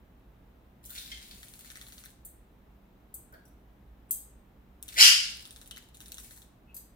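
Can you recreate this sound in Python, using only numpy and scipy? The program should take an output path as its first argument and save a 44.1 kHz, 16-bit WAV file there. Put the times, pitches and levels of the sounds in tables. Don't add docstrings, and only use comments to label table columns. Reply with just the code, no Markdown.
import sys
import numpy as np
from scipy import signal
from scipy.fft import rfft, irfft
from scipy.io import wavfile
from scipy.ndimage import uniform_filter1d

SR = 44100
rng = np.random.default_rng(int(sys.argv[2]) if len(sys.argv) > 2 else 0)


def put_to_file(sound):
    columns = np.atleast_2d(sound).T
    safe = np.clip(columns, -1, 1)
    whole_steps = np.round(safe * 32767)
    wavfile.write(sys.argv[1], SR, whole_steps.astype(np.int16))


def volts(x):
    e = np.asarray(x, float) / 20
    return 10 ** e


N = 306740

# t/s, near level/dB, depth/0-1, far lag/ms, far level/dB
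FIRST_SHIVER = [(1.4302, -34, 0.71, 13, -44), (1.483, -37, 0.1, 18, -48), (1.537, -35.5, 0.35, 17, -40),
                (1.5913, -36.5, 0.43, 16.7, -37), (1.646, -40.5, 0.73, 14, -50),
                (1.7015, -32.5, 0.56, 14, -34), (1.7557, -35.5, 0.83, 15, -35.5),
                (1.813, -31.5, 0.68, 12, -39), (1.8666, -39, .6, 17.3, -37), (1.922, -34, .4, 18, -44),
                (1.9805, -34.5, 0.56, 16, -46), (2.0377, -38, 0.8, 20.3, -34.5)]
SECOND_SHIVER = [(4.888, -27.5, .3, 10, -44), (4.9415, -31, .5, 10, -46), (5.3, -33, 0.33, 18, -39.5),
                 (5.351, -39, .25, 19, -35.5), (5.4069, -35, 0.21, 16, -36), (5.453, -31, 0.38, 20, -37),
                 (5.5074, -33, 0.41, 18, -40), (5.561, -34.5, 0.59, 15, -46), (5.614, -35, 0.46, 14, -42.5),
                 (5.659, -41, .3, 16, -36), (5.71, -28, 0.52, 3, -35.5), (5.7619, -34, 0.36, 16, -34),
                 (5.824, -44, .1, 15, -54.5), (5.887, -46, 0.11, 7.7, -55.5)]
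THIRD_SHIVER = [
    (5.9445, -41, .2, 25.3, -37),
    (6.0036, -33, 0.47, 15, -39),
    (6.0585, -34, 0.37, 22.8, -37.5),
    (6.1189, -23.5, 0.22, 23.5, -28.5),
    (6.1707, -37, 0.33, 28.7, -32),
    (6.233, -45, .1, 11, -40),
    (6.3085, -39, 0.69, 22, -46),
    (6.362, -46, 0.32, 5.4, -42),
    (6.4185, -40.5, .4, 7, -42.5),
]
# t/s, level/dB, depth/0-1
DUNKS = [
    (5.7704, -35.5, 0.75),
    (5.9532, -43, 0),
    (6.0119, -37, 0.56),
    (6.1819, -28.5, 0.58),
    (6.375, -43, 0.76),
]
# t/s, level/dB, depth/0-1
FLICKS = [
    (2.052, -33.5, 0),
    (2.103, -45, .2),
    (4.8258, -24.5, .0),
    (4.88, -30, .2),
    (4.8835, -33, .2),
    (4.9317, -36, .2),
    (5.46, -39, 0.4),
    (5.665, -44, 0.3),
    (5.948, -36.5, 0.06),
]
# f/Hz, level/dB per Hz
SLAP_COLOUR = [(590, -44), (1000, -22), (1220, -6.5), (1370, -5), (1860, -0.5), (2560, -8), (3810, -5),
               (4990, -17.5), (6020, -4.5), (7700, -3), (8860, -3), (15000, -10.5), (16500, -23)]
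# level at surface/dB, change at full depth/dB
SLAP_SKIM, SLAP_DEEP = (-30.5, -14.5, -10.5), (27.7, 8, -3.5)
FAR_SKIM, FAR_DEEP = (-32.5, -22, -9), (35, 16, -2)
# t/s, level/dB, depth/0-1
SWEEPS = [(0.84, -43, 0.53), (0.8517, -42.5, .0), (0.858, -39.5, 0.08), (0.895, -39, 0.38),
          (0.9035, -32, 0.44), (0.9566, -36, .75), (0.983, -33.5, 0.93), (1.016, -39, 0.6),
          (1.028, -44, .55), (1.0605, -38.5, 0.8), (1.116, -35.5, 0.8), (1.1794, -48, 0.5),
          (1.2264, -42, 0.74), (1.2644, -46, .6), (1.28, -46, 0.5), (1.311, -39, 0.72), (3.324, -56.5, 0),
          (3.339, -49.5, 0.57), (3.453, -54.5, .1), (3.4794, -59, .1)]
# f/Hz, level/dB per Hz
SWEEP_COLOUR = [(590, -49), (1000, -24), (1290, -15), (1910, -11.5), (3120, -3.5), (3470, 1.5),
                (7260, -9.5), (13000, -7.5), (15900, -8), (16500, -34)]
# level at surface/dB, change at full depth/dB
SWEEP_SKIM, SWEEP_DEEP = (-32, -19, -3), (24.3, 18.1, -12)
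# t/s, level/dB, depth/0-1, length/ms
FLICKED_DROPS = [
    (2.2493, -38.5, 0.03, 13),
    (3.1405, -34.5, .0, 10.3),
    (4.1083, -18, 0.14, 6.5),
    (6.744, -37, 0.78, 6.6),
    (6.765, -35.5, 0.84, 7),
]
# f/Hz, level/dB per Hz
DROP_COLOUR = [(590, -61), (1000, -36), (2470, -32.5), (3230, -14), (3760, -19.5), (4990, -16), (5610, -27),
               (6090, -10), (8260, 0.5), (10800, -4.5), (11900, 1), (15400, -3.5), (16500, -23)]
# level at surface/dB, change at full depth/dB
DROP_SKIM, DROP_DEEP = (-41, -24.5, -8.5), (12, 11, 3)
# f/Hz, level re drop/dB
RIM_RINGS = [(8300, -15.5), (6390, -27)]
# t/s, force/dB, cavity resonance factor
SPLASH = [
    (4.955, -58, .85),
    (4.971, -35, 0.73),
    (4.989, -20, 0.76),
    (4.999, -15, 0.88),
    (5.038, -19.5, 1.24),
    (5.069, -19.5, 0.95),
    (5.098, -26.5, 1.01),
    (5.13, -32.5, 1.06),
    (5.17, -36, 1.03),
]
# f/Hz, level/dB per Hz
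SPLASH_COLOUR = [(350, -72.5), (600, -48), (1230, -18), (1340, -20), (1400, -15), (2570, -11.5),
                 (2840, -4.5), (3690, -14), (4940, -7.5), (5910, -11.5), (12500, -18), (15800, -32),
                 (16500, -44)]
# f/Hz, width/Hz, level/dB
CAVITY = [(2070, 160, -10.5), (2878, 470, 6), (4890, 420, 11.5), (6200, 600., -18)]
# t/s, vigour/dB, depth/0-1
SPRAY = [
    [(0.83, -63, .2), (0.898, -56, 0.07), (0.962, -48, 0.5), (1.04, -53.5, 0.47), (1.16, -61.5, 0.67),
     (1.4, -56.5, 0.25), (1.846, -57.5, 0.4), (1.96, -56, 0.28), (2.12, -61, .3)],
    [(4.82, -68, 0.43), (4.96, -47, 0.47)],
    [(5.2, -61, 0.25), (5.464, -61.5, 0), (5.646, -62.5, 0.1), (5.782, -69, 0.73), (5.86, -69, 0.06)],
    [(5.93, -71, 0.53), (6.016, -58.5, 0.17), (6.14, -58.5, 0.32), (6.196, -50, 0.1), (6.276, -55, 0.2),
     (6.41, -58, .0), (6.46, -80.5, 0.57)],
]
# f/Hz, level/dB per Hz
SPRAY_COLOUR = [(1000, -20.5), (1500, -4), (2600, -4.5), (4000, -3.5), (5500, -7), (7500, -7), (9200, -5),
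                (12000, -8.5), (15800, -7), (16500, -25.)]
# t/s, level/dB, start f/Hz, rise factor, length/s
PLOPS = [(0.887, -61.5, 1480, 1.05, 0.04), (0.978, -38, 3680, 0.97, 0.0056),
         (1.115, -40.5, 3500, 0.86, 0.0092), (1.113, -48.5, 1920, 1.12, 0.017),
         (3.316, -61.5, 550, 1.03, .06), (3.321, -57, 1530, 1, 0.04), (4.085, -62.5, 8500, 0.99, .03),
         (4.958, -37.5, 1903, 1.32, .035), (4.964, -48.5, 453, 2.03, 0.042), (4.989, -44, 607, 2.4, 0.052),
         (3.452, -69, 5700, 1.02, 0.011), (5.712, -46.5, 2890, 1.1, 0.0057),
         (6.668, -71, 2510, 1.12, 0.062)]
# f/Hz, t60/s
ROOM = [(500, 0.41), (1500, 0.41), (4000, 0.54), (8000, 0.4), (12000, 0.28), (16000, 0.28)]
# left t/ms, left level/dB, right t/ms, right level/dB
ECHOES = [(4.6, -6, 5.2, -13), (8.4, -10, 8.3, -11.5), (12.5, -18.5, 13.3, -20)]
# f/Hz, level/dB per Hz
HUM = [(12, -44), (20, -14), (59, 3.5), (74, -8), (86, -17), (113, -8), (141, -14), (176, -10), (280, -15),
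       (498, -20.5), (776, -21.5), (4000, -39.5), (5200, -76), (8800, -120)]
# f/Hz, left-right likeness/0-1
HUM_SAME = [(60, 0.99), (250, 0.88), (640, 0.3), (1400, 0), (15000, .0)]
# f/Hz, width/Hz, level/dB
DRONES = [(57., 4.7, -69), (118.3, 8.9, -71), (195.8, 3.1, -72.5), (237, 12, -74.5), (281, 10., -77.5)]
# f/Hz, level/dB per Hz
HISS = [(2350, -35.5), (4000, -5.5), (6060, -8), (9120, -11.5), (15200, 1), (16100, -11.5), (16500, -27)]
# f/Hz, level/dB
PORTS = [(60, -1.5), (120, -0.5), (240, -1), (480, -1), (950, -2), (1890, 2), (3770, 0.5), (7520, 0.5),
         (15000, 3)]

FAR_DEPTH, SLAP_MS, SWEEP_MS = 0.76, 0.9, 3.6
CHURN_SKIM_DB, CHURN_DEEP_DB = -15.0, 31.5
DRAIN_S, DRAIN_DB, DRAIN_DB_PER_S = 5.198, -40, 99
SETTLE_DB, SETTLE_S = -7.5, 0.04
PLOP_WIDTH_HZ, PLOP_WIDTH_SHARE, RIM_RING_S = 270, 0.028, 0.01
LAG_SAMPLES = 18
HUM_DB, HISS_DB = -57.5, -78.5


def wingbeats():
    beats = FIRST_SHIVER + SECOND_SHIVER + THIRD_SHIVER
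    near = [(s, db, depth) for s, db, depth, lag_ms, far_db in beats] + DUNKS
    far = [(s + lag_ms / 1000, far_db, FAR_DEPTH * depth) for s, db, depth, lag_ms, far_db in beats]
    far = far + FLICKS
    near_slaps = contacts([(*row, SLAP_MS) for row in near], SLAP_SKIM, SLAP_DEEP)
    far_slaps = contacts([(*row, SLAP_MS) for row in far], FAR_SKIM, FAR_DEEP)
    rows = near_slaps + far_slaps
    return bursts(rows, SLAP_COLOUR, split_hz=5240, trim_db=7.5, dull_db=-1, snap=4.25, late_ms=0.87)


def plumage_sweeps():
    rows = contacts([(*row, SWEEP_MS) for row in SWEEPS], SWEEP_SKIM, SWEEP_DEEP)
    return bursts(rows, SWEEP_COLOUR, split_hz=6700, trim_db=3, dull_db=-0.5, snap=0.86, late_ms=0.28)


def flicked_drops():
    rows = contacts(FLICKED_DROPS, DROP_SKIM, DROP_DEEP)
    return bursts(rows, DROP_COLOUR, split_hz=6530, trim_db=6, dull_db=3.5, snap=0.69, late_ms=0.1)


def contacts(rows, skim, deep):
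    return [(s, db, *(np.array(skim) + depth * np.array(deep)), ms) for s, db, depth, ms in rows]


def bursts(rows, colour, split_hz, trim_db, dull_db, snap, late_ms):
    size = 2000
    puffs, snaps = np.zeros((2, 3, N + size))
    ms = np.arange(size) * 1000 / SR
    for s, peak_db, low_db, mid_db, high_db, length_ms in rows:
        band_db = np.array([[low_db + dull_db], [mid_db + dull_db], [high_db]])
        strength = volts(peak_db + trim_db + band_db)
        at = round((s + late_ms / 1000) * SR)
        puffs[:, at:at + size] += strength * (1 - np.exp(-ms / 0.14)) * np.exp(-ms / max(length_ms, 0.2))
        snaps[:, at] += snap * strength[:, 0]
    snaps[2] *= 0.25
    drive = (puffs * rng.standard_normal(N + size) + snaps)[:, :N]
    bands = [(1300, 2900), (2900, split_hz), (split_hz, 20000)]
    return sum(signal.oaconvolve(row, causal(colour, *band))[:N] for row, band in zip(drive, bands))


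def splash():
    s, force_db, size = np.transpose(SPLASH)
    t = np.arange(s[0], s[-1], 1 / SR)
    sputter = volts(4.3 * evened(uniform_filter1d(rng.standard_normal(len(t)), 90)))
    gush = evened(sputter * rng.standard_normal(len(t)))
    wide = signal.oaconvolve(gush, causal(SPLASH_COLOUR, 910, 20000))[:len(t)]
    factor = np.interp(t, s, size)
    pocket = sum(volts(db) * evened(resonate(wide, hz * factor, width)) for hz, width, db in CAVITY)
    out = np.zeros(N)
    at = round(s[0] * SR)
    out[at:at + len(t)] = volts(np.interp(t, s, force_db)) * evened(wide + 0.15 * pocket)
    return out


def spray():
    t = np.arange(N) / SR
    dull, bright = np.zeros((2, N))
    for bout in SPRAY:
        s, vigour_db, depth = np.transpose(bout)
        churn_db = vigour_db + CHURN_SKIM_DB + CHURN_DEEP_DB * depth
        dull += volts(np.interp(t, s, churn_db, left=-200, right=-200))
        bright += volts(np.interp(t, s, vigour_db, left=-200, right=-200))
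    fresh = settling(t)
    drain = (t > DRAIN_S) * volts(DRAIN_DB - DRAIN_DB_PER_S * abs(t - DRAIN_S))
    dull = dull * fresh + drain
    bright = bright * fresh
    out = np.zeros(N)
    for level, band, per_s in [(dull, (1200, 8800), 830), (bright, (7000, 28000), 6900)]:
        size = volts(7.3 * np.minimum(rng.exponential(1, N), 3.5)) * rng.choice([-1.0, 1.0], N)
        hits = evened(size * (rng.random(N) < per_s / SR))
        out += signal.oaconvolve(volts(-3) * level * hits, causal(SPRAY_COLOUR, *band))[:N]
    return out


def settling(t):
    beats = np.array([row[0] for row in FIRST_SHIVER + SECOND_SHIVER + THIRD_SHIVER])
    last = np.searchsorted(beats, t) - 1
    since = np.where(last < 0, 0, t - beats[last])
    return volts(SETTLE_DB * (np.minimum(since / SETTLE_S, 1) - 0.5) * (last >= 0))


def plops():
    out = np.zeros(N)
    rim = [(row[0], row[1] + db, hz, 1, RIM_RING_S) for row in FLICKED_DROPS for hz, db in RIM_RINGS]
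    for s, level_db, start_hz, rise, length_s in PLOPS + rim:
        hz = np.linspace(start_hz, start_hz * rise, round(length_s * SR))
        width = PLOP_WIDTH_HZ + PLOP_WIDTH_SHARE * start_hz
        puff = rng.standard_normal(len(hz))
        ring = evened(resonate(resonate(puff, hz, width), hz, width))
        at = round(s * SR)
        out[at:at + len(hz)] += volts(level_db) * ring * signal.windows.tukey(len(hz), 0.6)
    return out


def evened(x):
    return x / np.sqrt(np.mean(x ** 2) + 1e-20)


def read(points, hz):
    f, value = np.transpose(points)
    return np.interp(np.log(hz + 1), np.log(f + 1), value)


def causal(colour, lo_hz, hi_hz):
    hz = abs(np.fft.fftfreq(2048, 1 / SR)) + 1
    edges = np.sqrt((1 + (lo_hz / hz) ** 8) * (1 + (hz / hi_hz) ** 8))
    log_gain = np.log(np.maximum(volts(read(colour, hz)) / edges, 1e-5))
    taps = np.fft.ifft(np.exp(np.conj(signal.hilbert(log_gain)))).real[:1024]
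    return taps / np.linalg.norm(taps)


def resonate(x, hz, width):
    turn = np.exp(2j * np.pi * np.cumsum(hz * np.ones(len(x))) / SR)
    r = np.exp(-np.pi * width / SR)
    return 2 * (turn * signal.lfilter([1 - r], [1, -r], x / turn)).real


def placed(x, lag, tail_db):
    return np.array([x, np.roll(x, lag)]) + room(x, tail_db)


def room(x, tail_db):
    taps = np.zeros((2, SR))
    at = np.arange(200, SR - 10, 10) + rng.integers(0, 10, (2, (SR - 201) // 10))
    np.put_along_axis(taps, at, rng.choice([-1.0, 1.0], at.shape), 1)
    hz, t, z = signal.stft(taps, SR, nperseg=256)
    decay = volts(-60 * t / read(ROOM, hz)[:, None])
    tail = signal.istft(z * decay, SR, nperseg=256)[1]
    tail = volts(tail_db) * tail / np.linalg.norm(tail[0])
    for left_ms, left_db, right_ms, right_db in ECHOES:
        tail[0, round(left_ms * SR / 1000)] += volts(left_db)
        tail[1, round(right_ms * SR / 1000)] -= volts(right_db)
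    return signal.fftconvolve(x[None], tail, axes=1)[:, :N]


def hum():
    hz = np.fft.rfftfreq(N, 1 / SR)
    left, other = rfft(rng.standard_normal((2, N)))
    same = np.clip(read(HUM_SAME, hz), 0, 1)
    right = same * left + np.sqrt(1 - same ** 2) * other
    rumble = evened(irfft(np.array([left, right]) * volts(read(HUM, hz)), N))
    air = rng.standard_normal(N)
    drones = sum(volts(db) * evened(resonate(air, f, width)) for f, width, db in DRONES)
    hiss = evened(irfft(rfft(rng.standard_normal((2, N))) * volts(read(HISS, hz)), N))
    return volts(HUM_DB) * rumble + drones + volts(HISS_DB) * hiss


def scene():
    slaps = placed(wingbeats(), LAG_SAMPLES // 2, tail_db=-8)
    plumage = placed(plumage_sweeps() + spray() + plops(), LAG_SAMPLES, tail_db=-0.21)
    drops = placed(flicked_drops(), LAG_SAMPLES, tail_db=-0.72)
    gush = placed(splash(), LAG_SAMPLES, tail_db=3)
    return slaps + plumage + drops + gush + hum()


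def low_pass(x):
    return signal.sosfilt(signal.butter(12, 16990, fs=SR, output="sos"), x)


def record(dry):
    hz = np.fft.rfftfreq(N, 1 / SR)
    lean = volts(read(PORTS, hz) * np.array([[0.5], [-0.5]]))
    clipped = np.clip(irfft(rfft(dry) * lean, N), -1, 1)
    edge = 1 / (1 + (hz / 16300) ** 60)
    mix = irfft(rfft(clipped) * edge, N)
    return low_pass(mix)


dry = scene()
out = record(dry)
put_to_file(out)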